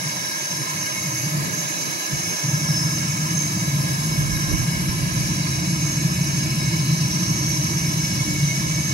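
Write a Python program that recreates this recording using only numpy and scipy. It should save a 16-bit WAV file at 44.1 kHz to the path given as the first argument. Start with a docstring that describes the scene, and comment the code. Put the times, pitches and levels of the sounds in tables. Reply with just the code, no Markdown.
"""A bright gas hiss opens over a fluttering flame: a propane torch on charcoal in a round grill outdoors.
The jet is noise coloured by drifting burner resonances, some of which nearly whistle for a moment.
The flame is low noise that flares, falters, then holds as a roar, with sine bursts for catching gas pockets.
Halfway through, lumpy bass noise rumbles as a gust on the two microphone ports."""
import sys
import numpy as np
from scipy import signal
from scipy.fft import rfft, irfft
from scipy.io import wavfile
from scipy.ndimage import uniform_filter1d

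SR = 44100
rng = np.random.default_rng(int(sys.argv[2]) if len(sys.argv) > 2 else 0)


def master(y):
    """Save y as 16-bit WAV."""
    cut = np.clip(np.atleast_2d(y).T, -1, 1)
    pcm = np.round(cut * 32767)  # scale
    wavfile.write(sys.argv[1], SR, pcm.astype(np.int16))


N = 393813

# Levels in the tables are relative: port trims and the levels in the functions come on top.
# Gusts on the ports: (time of the top [s], level [dB], half length [s])
GUSTS = [(1.46, -50, 0.14), (3.83, -41, .14), (4.28, -27.5, 0.15), (4.55, -26, 0.099), (4.87, -28.5, 0.11),
         (5.03, -32, .08), (5.24, -33, 0.12), (5.65, -41, 0.22), (6.7, -42, .65), (8.4, -37, 0.47)]
# Colour of the wind: (frequency [Hz], density [dB per Hz])
WIND_COLOUR = [(20, -29), (40, -8), (62, 0.5), (110, -3), (200, -18), (500, -36), (1200, -62)]
# Breeze tearing at the flame: (time of the top [s], level [dB], half length [s])
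FLUTTERS = [(.35, -41, 0.046), (.62, -34, 0.016), (1.25, -42, 0.06), (1.48, -34, 0.15),
            (1.852, -36.5, 0.16), (2.133, -37, 0.047), (2.32, -33, 0.033), (2.88, -38, 0.045),
            (3.87, -37, 0.11), (4.526, -28.5, 0.031)]
# Colour of the tearing flame: (frequency [Hz], density [dB per Hz])
TEAR_COLOUR = [(25, -64), (70, -23), (140, 2), (210, 0.5), (400, -7), (600, -14), (1200, -37), (3000, -63)]
# Flare-ups before the flame holds: (time of the top [s], level [dB], half length [s])
FLARES = [(.08, -35.5, 0.28), (.55, -33, 0.09), (.78, -32.5, 0.14), (1.07, -30, 0.17), (1.37, -25.5, 0.23),
          (1.85, -37.5, 0.18), (2.19, -30, 0.075), (2.28, -32, 0.078)]
# Falters that reshape the flares: (time [s], level change [dB], half length [s])
FALTERS = [(.40, -15, 0.054), (0.66, 1, .015), (0.895, -10, .025), (2.039, -13, 0.048), (2.39, -4, .03)]
# Colour of the roar in the bowl: (frequency [Hz], density [dB per Hz])
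BOWL_COLOUR = [(22, -55), (45, -29), (75, -11), (115, -8), (145, 2), (170, -0.5), (200, -10.5), (235, -14),
               (262, -27), (298, -10), (330, -16.5), (380, -31.5), (480, -46), (900, -73)]
# Pockets of gas catching at once: (time [s], peak level [dB])
PUFFS = [(.066, -22.5), (0.613, -24), (1.152, -21), (1.232, -21), (1.323, -19), (1.404, -19), (1.494, -23),
         (2.136, -17), (2.452, -15.5), (2.537, -15), (2.571, -16), (2.701, -13), (2.851, -16.5),
         (3.74, -15.5), (3.802, -14), (4.194, -13.5), (4.687, -15.5), (6.053, -12), (6.682, -11.5),
         (6.89, -14), (6.928, -11.5), (7.012, -14.5), (7.056, -10.5), (7.316, -12), (7.764, -14.5),
         (7.997, -19), (8.435, -12.5)]
# Broad rush between the resonances: (frequency [Hz], density [dB per Hz], left minus right [dB])
RUSH = [(50, -50, 0), (100, -24, 2), (160, -2, -5), (258, -14, 0), (480, -10.5, 0), (840, -16, -2),
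        (1257, -9, -3.5), (1450, -17.5, 0.5), (1880, -9.5, .5), (2400, -18, -1), (3000, -12, 0.5),
        (3200, -15, 1), (3500, -19, 2), (4330, -17.5, -2), (4860, -13, 0), (5550, -8, -4), (7250, -18, 2),
        (9500, -16, -2), (11000, -22.5, 0), (12960, -22, 2), (14700, -46, 1), (15500, -17, -2)]
# Resonances of burner and coals: (frequency [Hz], half-power width [Hz], level [dB], left minus right [dB])
RESONANCES = [(316.4, 28, -.5, -7.5), (608, 131, -11.5, -17), (950, 64, -8.5, -10.5),
              (1035.6, 33, 1.5, -1.5), (1668, 52, 3.3, -2.5), (2212, 48.5, 2, -2.5), (2514, 185, -10, -3.5),
              (2870, 110, -9.5, 0), (3413, 160, -12, -5), (3952, 220, -8.5, -0.5), (4666, 137, -5, 0.5),
              (5216, 95, -0.2, 4.5), (5763, 195, 0, -2.5), (6136, 195, -1.3, -6), (6357, 132, 0.34, -1.5),
              (6850, 190, -3, -0.5), (7540, 160, -11, 1), (8140, 260, -11, 6), (9070, 300, -24, 0),
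              (10220, 200, -12, -4), (10730, 156, -11.5, -1), (11360, 210, -9.5, -.5), (11700, 200, -20, 0)]
# Extra phase by which bowl echoes make the left port trail: (frequency [Hz], lag [radians])
PORT_LAG = [(150.0, 0.0), (380.0, -1.1), (500.0, 1.9), (640.0, -0.5), (1030.0, -0.9), (1300.0, 0.7),
            (1450.0, -1.2), (1670.0, -1.5), (2215.0, -1.1), (3100.0, -0.6), (3600.0, -0.9), (3800.0, 0.5),
            (4660.0, 0.6), (5220.0, 2.6), (5480.0, 6.9), (5800.0, 6.3), (6000.0, 4.7), (6300.0, 6.2),
            (7100.0, 7.3), (7600.0, 4.1), (8900.0, 3.2), (9450.0, 6.3), (10600, 0), (12400, -6),
            (14000, -12)]
# Likeness of the hiss at the two ports: (frequency [Hz], likeness [0 to 1])
PORT_LIKENESS = [(250.0, 0.33), (320.0, 0.81), (460.0, 0.92), (700.0, 0.54), (820.0, 0.26), (950.0, 0.81),
                 (1150.0, 0.84), (1350.0, 0.39), (1650.0, 0.65), (2050.0, 0.78), (2220.0, 0.92),
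                 (2600.0, 0.43), (3250.0, 0.98), (3650.0, 0.57), (4050.0, 0.82), (4400.0, 0.93),
                 (4700.0, 0.57), (5200.0, 0.75), (5480.0, 0.1), (5700.0, 0.69), (6350.0, 0.5),
                 (7050.0, 0.75), (7550.0, 0.29), (8300.0, 0.89), (9000.0, 0.35), (11000, 0.97),
                 (13000, 0.56)]
# Level of the jet's brightest hiss: (time [s], level [dB])
HISS = [(0.0, -3), (.6, -2.8), (1.24, -1), (1.4, -5), (1.66, -0.5), (1.9, -2), (2.3, -1.5), (2.6, -1.6),
        (3.4, -1.8), (3.7, -2), (4.3, -3), (4.62, 1), (4.86, -5), (5.3, -1), (6.4, -1.9), (7.42, 0.5),
        (8.5, -1), (8.92, 0)]
# How the flame's reach into the coals recolours the jet: (frequency [Hz], tilt [dB per unit of reach])
REACH_COLOUR = [(200, -1.5), (320, 1), (500, -0.5), (1100, -0.5), (1700, -0.5), (2600, 0.1), (4500, 0.55),
                (5200, 0), (6600, -0.5), (8000, 0.3), (9300, 0), (11000, -0.7)]
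# Moments of near-whistling: (time of the top [s], pitch [Hz], lift [dB], half length [s])
SINGS = [(1.1, 6340, 7.5, .2), (1.667, 6630, 10, .12), (2.3, 6340, 4.5, 0.24), (2.798, 5260, 9.5, 0.13),
         (3.4, 6290, 11.5, 0.094), (4.0, 5170, 4.5, 0.12), (4.2, 6270, 6, 0.09), (4.58, 5820, 0, 0.17),
         (5.27, 6650, 5, 0.076), (5.862, 6380, 5, 0.25), (7.3, 5740, 6, .4), (7.847, 2280, 5, 0.073),
         (8.883, 6230, 7.5, 0.18)]

# The flame catches again with a deep whump
WHUMP_S, WHUMP_DB, WHUMP_DECAY_S = 2.118, -31, 0.041
PUFF_RISE_S, PUFF_FALL_S = 0.0099, 0.016
# The flame holds; its roar grows as the coals heat up, then eases a little
HOLD_S, CATCH_S = 2.44, 0.0089
FULL_S, FULL_DB, GROW_DB_PER_S, EASE_DB_PER_S = 6.9, -22, 0.5, 0.85
# The deep bass fills in as the fire grows
THIN_DB, FILL_DB_PER_S, FILLED_DB = -39, 8, -2.5
# The burner's resonances rise as it heats: share of their pitch per second, and when they are in tune
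HEAT_PER_S, IN_TUNE_S = 0.0014, 4.5
# The jet starts a little soft and comes up to strength
SOFT_DB, WARM_S = -0.3, 1
# The hand settles once, and the flame digs deeper into the coals
SETTLE_S, SETTLE_TAKES_S, REACH_BEFORE, REACH_AFTER = 5.04, 0.35, -1, 2
SING_WIDTH_HZ = 84
PORT_DELAY_S = 0.000476  # the hiss reaches the left port later than the right
EDGE_HZ = 15750


def gain_of(db):
    """Decibels to amplitude."""
    return 10 ** (np.asarray(db) / 20)


def evened(x):
    """Scales to an rms of one."""
    return x / np.sqrt(np.mean(x ** 2) + 1e-20)


def read(points, hz, axis=1):
    """One column of a spectrum table, joined on a log-frequency axis."""
    table = np.array(points)
    return np.interp(np.log(hz + 1), np.log(table[:, 0] + 1), table[:, axis])


def follow(rows, t, axis=1):
    """One column of a curve at the times t."""
    table = np.array(rows)
    return np.interp(t, table[:, 0], table[:, axis])


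def coloured(points):
    """Noise shaped to the given spectrum, at an rms of one."""
    spectrum = rfft(rng.standard_normal(N))
    colour = gain_of(read(points, np.fft.rfftfreq(N, 1 / SR)))
    return evened(irfft(spectrum * colour, N))


def patches(shape, seconds, width_hz, step_s, step_hz):
    """A smooth random field over time and frequency, with blobs of the given size."""
    along = np.fft.fftfreq(shape[0], step_s)[:, None] * seconds
    across = np.fft.rfftfreq(shape[1], step_hz) * width_hz
    smoothing = np.exp(-2 * (along ** 2 + across ** 2))
    field = np.fft.rfft2(rng.standard_normal(shape)) * smoothing
    return evened(np.fft.irfft2(field, shape))


def bell(x, centre, half_width):
    """A smooth hump that peaks at one."""
    return np.exp(-((x - centre) / half_width) ** 2)


def step(t, at_s, takes_s):
    """A smooth change from zero to one."""
    return .5 + .5 * np.tanh((t - at_s) / takes_s)


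def swells(rows):
    """Amplitude of smooth rises and falls, whose powers add."""
    t = np.arange(N) / SR
    return np.sqrt(sum((gain_of(db) * bell(t, s, length)) ** 2 for s, db, length in rows))


def whump(t):
    """Amplitude of the deep rush of air when the flame catches again."""
    age = np.maximum(t - WHUMP_S, 0)
    return gain_of(WHUMP_DB) * np.minimum(age / PUFF_RISE_S, 1) * np.exp(-age / WHUMP_DECAY_S)


def wind(left_db=-7.5, right_db=3, lumpy_db=2.0):
    """Lumpy eddies, unrelated at the two ports and stronger on the right; the whump shares their colour."""
    t = np.arange(N) / SR
    lumps = coloured([(1, 0), (12, 0), (30, -40), (100, -120)])
    level = swells(GUSTS) * gain_of(lumpy_db * np.tanh(lumps)) + whump(t)
    left = gain_of(left_db) * coloured(WIND_COLOUR)
    right = gain_of(right_db) * coloured(WIND_COLOUR)
    return level * np.array([left, right])


def flutter(left_db=-2, right_db=2):
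    """Short ragged bursts where the breeze pulls the flame about."""
    left = gain_of(left_db) * coloured(TEAR_COLOUR)
    right = gain_of(right_db) * coloured(TEAR_COLOUR)
    return swells(FLUTTERS) * np.array([left, right])


def burning(t):
    """Amplitude of the roar: separate flares, then a flame that holds, slowly grows and eases off."""
    growth_db = GROW_DB_PER_S * np.maximum(FULL_S - t, 0)
    easing_db = EASE_DB_PER_S * np.maximum(t - FULL_S, 0)
    held = step(t, HOLD_S, CATCH_S) * gain_of(FULL_DB - growth_db - easing_db)
    falter_db = sum(db * bell(t, s, length) for s, db, length in FALTERS)
    return np.hypot(swells(FLARES) * gain_of(falter_db), held)


def roar(steadiness=0.37, apart_db=-19, deep_hz=86):
    """Unsteady burning booms in the bowl; a little of it reaches each port by its own path."""
    t = np.arange(N) / SR
    boom = coloured(BOWL_COLOUR)
    # the fixed gas flow steadies the mean power under the fast flutter
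    power = uniform_filter1d(boom ** 2, size=4400)  # about 0.1 s
    boom = evened(boom / power ** (steadiness / 2))
    boom = boom + gain_of(apart_db) * np.array([coloured(BOWL_COLOUR), coloured(BOWL_COLOUR)])
    # a larger fire has larger eddies, so the bass fills in as the coals catch
    deep = signal.sosfiltfilt(signal.butter(5, deep_hz, fs=SR, output="sos"), boom)
    deep_gain = gain_of(np.minimum(THIN_DB + FILL_DB_PER_S * t, FILLED_DB))
    return (boom + (deep_gain - 1) * deep) * burning(t)


def pocket(t, s):
    """Envelope of a pocket of gas that catches fast and burns out more slowly."""
    return bell(t, s, np.where(t < s, PUFF_RISE_S, PUFF_FALL_S))


def puffs(boom, bowl_hz=143, takeover=0.31):
    """Each pocket of gas partly takes over from the roar and gives the air in the bowl a short push."""
    t = np.arange(N) / SR
    for s, db in PUFFS:
        burst = pocket(t, s)
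        push = gain_of(db) * burst * np.sin(2 * np.pi * bowl_hz * (t - s))
        boom = boom * (1 - takeover * burst) + push
    return boom


def burner(hz):
    """Gain of the burner's resonances over the broad rush; each port hears its own share of them."""
    port = np.array([[.5], [-.5]])  # left, right: half the level difference each
    power = gain_of(read(RUSH, hz) + port * read(RUSH, hz, axis=2)) ** 2
    for mode_hz, width, db, pan in RESONANCES:
        offset = 2 * (hz - mode_hz) / width
        power = power + gain_of(db + port * pan) ** 2 / (1 + (np.sqrt(2) - 1) * offset ** 2) ** 2
    return np.sqrt(power)


def singing(t, hz):
    """Lift in dB, over time and frequency, where the jet nearly whistles on one resonance."""
    return sum(db * np.outer(bell(t, s, length), bell(hz, pitch, SING_WIDTH_HZ))
               for s, pitch, db, length in SINGS)


def jet(level_db=-25.5, flicker_db=0.61, patchy_db=0.99, ripple_db=2.5, swirl_db=2.5,
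        bright_hz=6100, bright_width_hz=1000, sway=0.0045, wander=0.0034, size=2048):
    """Turbulent gas excites the burner's resonances; eddies make them flicker and wander."""
    hop = size // 4
    hz, t = np.fft.rfftfreq(size, 1 / SR), np.arange(N // hop + 2) * hop / SR
    shape, steps = (len(t), len(hz)), (hop / SR, SR / size)

    # noise spectra for the two ports, alike only in part
    a, b, c, d = rng.standard_normal((4, *shape))
    same = np.clip(read(PORT_LIKENESS, hz), 0, 1)
    right = a + 1j * b
    left = same * right + np.sqrt(1 - same ** 2) * (c + 1j * d)
    left = left * np.exp(-1j * (2 * np.pi * hz * PORT_DELAY_S + read(PORT_LAG, hz)))

    # the heat of the gas lifts and sways all resonances together; eddies nudge each on its own
    detune = sway * patches(shape, 0.16, 40000, *steps)[:, :1]
    detune = detune + wander * patches(shape, 0.059, 900, *steps)
    heard_hz = hz * (1 + detune - HEAT_PER_S * (t - IN_TUNE_S)[:, None])
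    colour = np.array([np.interp(heard_hz, hz, gain) for gain in burner(hz)])

    bright, treble = bell(hz, bright_hz, bright_width_hz), np.minimum(hz / 3000, 1)
    reach = REACH_BEFORE + (REACH_AFTER - REACH_BEFORE) * step(t, SETTLE_S, SETTLE_TAKES_S)
    field_db = np.outer(reach, read(REACH_COLOUR, hz)) + np.outer(follow(HISS, t), bright)
    field_db += SOFT_DB * np.exp(-t / WARM_S)[:, None]
    field_db += flicker_db * patches(shape, 0.009, 7700, *steps) * treble
    field_db += patchy_db * patches(shape, 0.031, 330, *steps)
    # echoes from the bowl carve fine ripples that shift slowly with the nozzle
    field_db += ripple_db * patches(shape, 0.89, 52, *steps) * treble
    # the brightest resonances swirl, and take turns at nearly whistling
    field_db += singing(t, hz)
    field_db += swirl_db * patches(shape, 0.17, 85, *steps) * bright

    spectra = np.array([left, right]) * colour * gain_of(field_db)
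    hiss = signal.istft(spectra.swapaxes(1, 2), nperseg=size, noverlap=size - hop)[1][:, :N]
    return gain_of(level_db) * evened(hiss)


def scene(left_db=-0.45, right_db=-1.0, late_s=0.00023):
    """Wind, flutter, flame and jet together; the boom reaches the left port a moment after the right."""
    left, right = puffs(roar())
    left = np.interp(np.arange(N) - late_s * SR, np.arange(N), left)
    flame = np.array([gain_of(left_db) * left, gain_of(right_db) * right])
    return wind() + flutter() + flame + jet()


def record(dry):
    """A steep low-pass limits the band at the top of the treble."""
    lowpass = signal.firwin(511, EDGE_HZ, window=("kaiser", 9), fs=SR)
    return signal.oaconvolve(dry, lowpass[None], "same")


dry = scene()
out = record(dry)
master(out)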